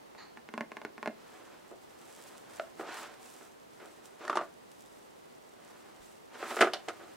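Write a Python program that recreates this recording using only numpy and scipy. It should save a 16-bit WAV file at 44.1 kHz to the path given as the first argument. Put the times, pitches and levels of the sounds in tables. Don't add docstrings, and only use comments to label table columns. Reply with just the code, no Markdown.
import sys
import numpy as np
from scipy import signal
from scipy.fft import rfft, irfft, next_fast_len
from scipy.io import wavfile
from scipy.ndimage import uniform_filter1d

SR = 44100
rng = np.random.default_rng(int(sys.argv[2]) if len(sys.argv) > 2 else 0)


def generate_wav(signal):
    frames = np.transpose(np.atleast_2d(signal))
    scaled = np.clip(frames, -1, 1) * 32767
    pcm = np.round(scaled).astype(np.int16)
    wavfile.write(sys.argv[1], SR, pcm)


N = 315883
T = np.arange(N) / SR

# freq_hz, gain_db
AIR_SPECTRUM = [(12, -65), (20, -18.5), (116, -7), (193, -2.5), (422, -0.5), (499, -2), (897, -4.5),
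                (1710, -11.5), (2020, -10.5), (2320, -14), (2530, -14), (2750, -14), (16000, -28)]
AIR_SIDE_SPECTRUM = [(60, 0), (110, -6), (200, 3.5), (380, 7.5), (700, 6), (1290, 3), (2380, -0.5),
                     (4400, -1), (8120, -2), (15000, 0)]
# start_s, level_db
BINDING_SLIPS = [(0.15, -41), (0.373, -32.5), (0.489, -31), (0.5394, -25), (0.5783, -23), (0.6087, -21.5),
                 (0.7185, -28), (0.7694, -26.5), (0.8166, -31), (0.85, -21.5), (0.98, -31.5), (1.029, -25),
                 (1.0595, -22.5), (1.0755, -21.5)]
# freq_hz, t60_s, gain_db
BINDING_MODES = [(238, 0.058, -12.5), (295, 0.036, -17), (418, 0.05, -15), (657, 0.027, -6),
                 (860, .028, -8.5), (1030, 0.021, -6), (1460, 0.012, -7.5), (1680, 0.013, -6.5),
                 (2077, 0.028, -17), (2600, 0.018, -20), (3380, .012, -19), (4130, 0.014, -17.5)]
# freq_hz, gain_db
SNAP_SPECTRUM = [(60, -44), (150, -27), (215, -6), (420, 0), (1000, -14.5), (2100, 2), (2700, -23),
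                 (3100, -4), (4500, -5), (8000, -13.5), (16000, -29)]
# freq_hz, gain_db
SQUEAK_SPECTRUM = [(290, -43), (500, -15), (782, 10.5), (1540, 3.5), (1720, 5), (1890, 6.5), (3030, -6),
                   (4150, -47), (6110, -12), (6900, -6), (9000, -62), (11700, -68), (19800, -120)]
# peak_s, rise_s, fall_s, drag_db, hiss_db, drag_highpass_hz
HAND_STROKES = [(1.31, 0.2, 0.46, -58.5, -66.5, 150), (2.28, 0.55, .38, -59, -58.5, 170),
                (2.55, 0.12, 0.22, -56.5, -59.5, 170), (2.82, 0.067, 0.022, -51.5, -55.5, 250),
                (2.984, 0.19, 0.1, -44, -52.5, 650), (3.047, 0.018, 0.047, -46.5, -68, 790),
                (3.05, 0.21, 0.14, -51, -61, 300), (3.28, 0.2, 0.37, -61, -55.5, 200),
                (3.84, .25, 0.66, -65.5, -66, 150), (4.06, 0.057, .085, -69, -57.5, 150),
                (4.251, 0.076, 0.27, -49.5, -64.5, 200), (4.89, 0.29, .33, -74, -64.5, 150),
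                (5.69, 0.21, 0.4, -61, -67.5, 150), (6.04, 0.14, 0.25, -69, -61, 150),
                (6.56, 0.29, 0.22, -43, -49, 327), (7.02, 0.52, 0.21, -57.5, -64, 200)]
# freq_hz, gain_db
DRAG_SPECTRUM = [(59, -47), (100, -34), (193, -42), (250, 2), (284, -16), (329, -6), (614, -9), (673, -6.5),
                 (809, -7), (1540, -9.5), (1650, -10), (2570, -15.5), (8000, -31), (10400, -73),
                 (17600, -120)]
# freq_hz, gain_db
HISS_SPECTRUM = [(1000, -39), (2500, -3.5), (5000, -5), (8000, -2.5), (11000, -7.5), (15500, -14)]
# start_s, level_db, decay_s, lowpass_hz
TABLE_BLOWS = [(1.714, -31.5, 0.16, 565), (2.7957, -26.5, 0.037, 1000), (2.810, -31, 0.058, 1500),
               (2.827, -31, 0.29, 1100), (2.886, -31, 0.078, 450), (3.41, -42.5, .22, 2200),
               (3.80, -37, 0.5, 2960), (6.353, -42, .06, 2500), (6.4276, -26.5, 0.16, 2500),
               (6.508, -25, 0.17, 2780), (6.567, -23.5, 0.1, 3200), (6.590, -25, 0.069, 3830),
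               (6.6064, -22.5, 0.16, 12000), (6.609, -9.5, 0.053, 3500), (6.615, -13, 0.044, 5460),
               (6.6225, -10.5, 0.09, 2800), (6.644, -20, .12, 3040), (6.671, -23, 0.11, 2000),
               (6.881, -36, 0.017, 1900), (6.8845, -25.5, 0.1, 5640), (6.996, -37.5, 0.42, 1800)]
# freq_hz, t60_s, gain_db
TABLE_MODES = [(262, 0.17, -27.5), (318, 0.095, -23), (372, 0.07, -13), (413, 0.032, -17.5),
               (462, 0.061, -17.5), (515, 0.071, -18), (573, 0.053, -22), (670, 0.12, -12.5),
               (714, 0.11, -24), (794, .07, -21), (1185, 0.026, -20), (1249, 0.064, -14),
               (1320, 0.043, -17.5), (1385, 0.046, -18.5), (1481, .06, -24), (1615, .045, -26),
               (1900, 0.032, -21), (2040, 0.056, -22.5), (2470, .06, -28), (3040, 0.0085, -17)]
# freq_hz, gain_db
CRACK_SPECTRUM = [(60, -16), (200, -18), (380, -1.5), (700, -3), (1600, -4.5), (3000, -10.5), (5000, -9),
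                  (8000, -7), (11000, -10.5), (16000, -18)]
# start_s, level_db
SKIN_SCUFFS = [(2.374, -32), (2.585, -42), (3.2425, -43), (3.29, -42), (4.0602, -43), (4.716, -26.5),
               (6.045, -36), (6.083, -42), (6.477, -37)]
# start_s, level_db, decay_s, lowpass_hz
JAR_TAPS = [(2.5975, -24.5, 0.045, 4200)]
# freq_hz, t60_s, gain_db
JAR_MODES = [(418, 0.099, -27), (580, 0.12, -23), (656, 0.065, -3.5), (1230, 0.02, -12), (1360, 0.011, -1),
             (2020, 0.045, -22), (2500, .03, -32)]
# start_s, level_db, decay_s, lowpass_hz, pitch_hz
SHEET_POPS = [(4.208, -37, 0.18, 3000, 467), (4.239, -43, .12, 5500, 560), (4.251, -33.5, .04, 5000, 1100),
              (4.279, -29, 0.031, 6000, 1800), (4.297, -20, 0.085, 3600, 1135),
              (4.3286, -24.5, 0.054, 2400, 1280), (4.355, -25, 0.11, 6500, 845),
              (4.3711, -16.5, 0.056, 3780, 1160), (4.389, -25, 0.17, 1900, 1160),
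              (4.412, -26, 0.1, 2330, 667)]
# freq_hz, t60_s, gain_db
SHEET_MODES = [(382, .045, -14), (650, 0.075, -13.5), (910, 0.055, -17), (1213, 0.04, -12.5),
               (1405, 0.035, -20), (3500, 0.029, -24)]
# freq_hz, gain_db
CRACKLE_SPECTRUM = [(60, -36), (150, -4), (380, 5.5), (1300, 7.5), (1800, -1), (2200, -6.5), (3000, -8),
                    (8000, -2.5), (11000, -2.5), (16000, -33)]
# start_s, level_db, decay_s, lowpass_hz
PEN_CLACKS = [(6.7345, -20.5, 0.07, 10000), (6.738, -26, 0.23, 8000)]
# freq_hz, t60_s, gain_db
PEN_MODES = [(425, 0.075, -24.5), (687, 0.024, -6.5), (1500, 0.0036, -7.5), (3000, 0.0088, -9.5),
             (3550, 0.0053, -7.5), (4160, 0.0093, -10), (4580, 0.0067, -12), (5500, 0.0084, -14)]


def undb(db):
    return 10 ** (np.asarray(db) / 20)


def unit(x):
    return x / np.sqrt(np.mean(x ** 2))


def fade(t, t60_s):
    return np.exp(-np.log(1000) * t / t60_s)


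def convolve(x, response):
    return signal.fftconvolve(np.atleast_2d(x), np.atleast_2d(response), axes=1)[:, :x.shape[-1]]


def colour(x, spectrum, size=4096):
    hz, db = np.transpose(spectrum)
    bins_hz = np.fft.rfftfreq(size, 1 / SR)
    log_gain = np.log(undb(np.interp(np.log(bins_hz + 1), np.log(hz), db)))
    causal_fold = np.r_[1, np.full(size // 2 - 1, 2), np.zeros(size // 2)]
    cepstrum = irfft(log_gain) * causal_fold
    return convolve(x, irfft(np.exp(rfft(cepstrum))))


def band(x, hz, kind, order=2):
    sos = signal.butter(order, np.clip(hz, 20, .45 * SR), kind, fs=SR, output="sos")
    return signal.sosfilt(sos, x + 1e-18)


def delay(x, lag_s):
    size = next_fast_len(len(x))
    phase_shift = np.exp(-2j * np.pi * np.fft.rfftfreq(size, 1 / SR) * lag_s)
    return irfft(rfft(x, size) * phase_shift, size)[:len(x)]


def stereo_noise(count, apart_hz=9000):
    size = next_fast_len(count)
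    mid, side = rng.standard_normal((2, size))
    width = np.minimum(np.fft.rfftfreq(size, 1 / SR) / apart_hz, 1) ** 1.44
    side = irfft(rfft(side) * width, size)
    return np.array([mid + side, mid - side])[:, :count]


def wander(rate_hz):
    hold = int(SR / rate_hz)
    steps = np.repeat(rng.standard_normal(N // hold + 1), hold)
    return unit(uniform_filter1d(steps, hold)[:N])


def add(out, start_s, sound):
    i = int(start_s * SR)
    out[:, i:i + sound.shape[-1]] += sound[..., :N - i]


def contact(decay_s, push_db):
    t = T[:SR // 4]
    spectrum = rfft(stereo_noise(len(t)) * fade(t, decay_s))
    rattle = irfft(spectrum / np.abs(spectrum), len(t)) * fade(t, 2 * decay_s)
    push = undb(push_db) * (t == 0)
    return (push + unit(rattle) / np.sqrt(len(t))) / np.hypot(1, undb(push_db))


def ring(modes, spread_db=2):
    t = T[:SR // 4]
    return sum(undb(db + spread_db * rng.standard_normal()) * np.cos(2 * np.pi * hz * t) * fade(t, t60_s)
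               for hz, t60_s, db in modes)


def knock(push, highpass_hz, lowpass_hz, modes, ring_db, crack_spectrum, crack_db):
    force = band(band(push, highpass_hz, "high", order=3), lowpass_hz, "low")
    ringing = band(convolve(force, ring(modes)), 7200, "low")
    return undb(ring_db) * ringing + undb(crack_db) * colour(force, crack_spectrum)


def strike(blows, modes, push_db, ring_db, crack_db, bass_hz, medium_hz=3000, bass_oct_per_oct=0.053):
    out = np.zeros((2, N))
    for start_s, level_db, decay_s, lowpass_hz in blows:
        highpass_hz = bass_hz * (lowpass_hz / medium_hz) ** bass_oct_per_oct
        push = contact(decay_s, push_db)
        blow = knock(push, highpass_hz, lowpass_hz, modes, ring_db, CRACK_SPECTRUM, crack_db)
        add(out, start_s, undb(level_db) * blow)
    return out


def air(level_db=-59.5, drift_db=0.5):
    mid, side = unit(colour(rng.standard_normal((2, N)), AIR_SPECTRUM))
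    side = colour(side, AIR_SIDE_SPECTRUM)[0]
    return undb(level_db + drift_db * wander(2.95)) * np.array([mid + side, mid - side])


def binding_creak(ring_db=-4.5, snap_db=9, max_boom_db=5, boom_hz=480):
    out = np.zeros((2, N))
    strongest_db = max(db for _, db in BINDING_SLIPS)
    for start_s, level_db in BINDING_SLIPS:
        boom_db = max_boom_db + level_db - strongest_db
        push = contact(decay_s=0.039, push_db=5.5)
        low_shelf = (undb(boom_db) - 1) * band(push, boom_hz, "low", order=1)
        force = undb(level_db) * (push + low_shelf)
        body = convolve(force, ring(BINDING_MODES))
        body = band(band(body, 3200, "low"), 195, "high", order=4)
        add(out, start_s, undb(ring_db) * body + undb(snap_db) * colour(force, SNAP_SPECTRUM))
    return out


def finger_squeak(start_s=0.1754, t60_s=0.36, rub_db=-53, whistle_db=-56, pitch_hz=4270, width_hz=600):
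    t = T[:SR // 2]
    envelope = np.minimum(t / 0.008, 1) * fade(np.maximum(t - .04, 0), t60_s)
    whistle = band(stereo_noise(len(t)), [pitch_hz - width_hz / 2, pitch_hz + width_hz / 2], "band")
    rub = colour(stereo_noise(len(t)), SQUEAK_SPECTRUM)
    out = np.zeros((2, N))
    add(out, start_s, envelope * (undb(whistle_db) * unit(whistle) + undb(rub_db) * unit(rub)))
    return out


def hand_speed(peak_s, rise_s, fall_s):
    return np.sin(np.pi / 2 * np.interp(T, [peak_s - rise_s, peak_s, peak_s + fall_s], [0, 1, 0]))


def skin_hiss(gain_db=-1, flutter_db=2, catches_per_s=140, catch_gain=0.69, spread_db=3.5):
    catches = (rng.random(N) < catches_per_s / SR) * rng.choice([-1, 1], N)
    strength = undb(spread_db * np.minimum(rng.exponential(size=N), 4))
    fibres = convolve(catches * strength, contact(decay_s=0.0056, push_db=1.5))
    hiss = colour(stereo_noise(N) + catch_gain * unit(fibres), HISS_SPECTRUM)
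    return unit(hiss) * undb(gain_db + flutter_db * wander(60))


def sliding(judder_db=2, drag_exponent=1.17, hiss_exponent=2.55, rest_from_s=1.2, rest_db=-70):
    rub = unit(colour(stereo_noise(N), DRAG_SPECTRUM)) * undb(judder_db * wander(70))
    drag = np.zeros((2, N))
    hiss_level = undb(rest_db) * (T > rest_from_s)
    for peak_s, rise_s, fall_s, drag_db, hiss_db, highpass_hz in HAND_STROKES:
        speed = hand_speed(peak_s, rise_s, fall_s)
        patch = np.roll(rub, rng.integers(N), axis=1)
        drag += undb(drag_db) * speed ** drag_exponent * band(patch, highpass_hz, "high")
        hiss_level = np.hypot(hiss_level, undb(hiss_db) * speed ** hiss_exponent)
    return drag + hiss_level * skin_hiss()


def table_knocks():
    return strike(TABLE_BLOWS, TABLE_MODES, push_db=-17.5, ring_db=0, crack_db=26.5, bass_hz=250)


def finger_scuffs(gain_db=2):
    out = np.zeros((2, N))
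    for start_s, level_db in SKIN_SCUFFS:
        add(out, start_s, undb(level_db + gain_db) * contact(decay_s=0.031, push_db=-13))
    return colour(out, HISS_SPECTRUM)


def jar_tap():
    return strike(JAR_TAPS, JAR_MODES, push_db=18, ring_db=-1, crack_db=9, bass_hz=260)


def crease(pitch_hz, gain_db=-3, rise_s=0.0019, overtone_ratio=2.45, overtone_db=-19.5):
    t = T[:SR // 4]
    phase = 2 * np.pi * pitch_hz * t
    tone = np.sin(phase) + undb(overtone_db) * np.sin(overtone_ratio * phase)
    envelope = t / rise_s * np.exp(1 - t / rise_s)
    return undb(gain_db) * tone * envelope


def sheet_buckle(push_db=-22, ring_db=-1, crack_db=18, highpass_ratio=0.2):
    out = np.zeros((2, N))
    for start_s, level_db, decay_s, lowpass_hz, pitch_hz in SHEET_POPS:
        shake = knock(contact(decay_s, push_db), highpass_ratio * pitch_hz, lowpass_hz,
                      SHEET_MODES, ring_db, CRACKLE_SPECTRUM, crack_db)
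        add(out, start_s, undb(level_db) * (crease(pitch_hz) + shake))
    return out


def table_thud(start_s=6.0, force_db=-8, highpass_hz=20, lowpass_hz=50):
    force = np.zeros((2, N))
    add(force, start_s, undb(force_db) * contact(decay_s=0.1, push_db=0))
    return band(band(force, highpass_hz, "high"), lowpass_hz, "low")


def pen_clack():
    return strike(PEN_CLACKS, PEN_MODES, push_db=-14, ring_db=3, crack_db=18.5, bass_hz=228)


def room(x, wet_db=-10, low_t60_s=0.19, high_t60_s=0.057, split_hz=1200):
    t = T[:SR // 2]
    onset = np.clip((t - .003) / 0.0014, 0, 1)
    noise = stereo_noise(len(t), apart_hz=4000) * onset
    low = band(noise, split_hz, "low", order=1)
    tail = low * fade(t, low_t60_s) + (noise - low) * fade(t, high_t60_s)
    return x + undb(wet_db) * convolve(x, unit(tail) / np.sqrt(len(t)))


def scene(left_lag_s=8e-6, left_db=-1.04):
    impacts = table_knocks() + table_thud() + jar_tap() + pen_clack()
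    handling = binding_creak() + finger_squeak() + sliding() + finger_scuffs() + sheet_buckle()
    left, right = room(impacts + handling)
    mix = np.array([delay(left, left_lag_s), right]) + air()
    return mix * undb([[left_db], [0]])


def record(dry, lowpass_hz=15800):
    return signal.sosfilt(signal.ellip(10, .2, 70, lowpass_hz, fs=SR, output="sos"), dry)


dry = scene()
out = record(dry)
generate_wav(out)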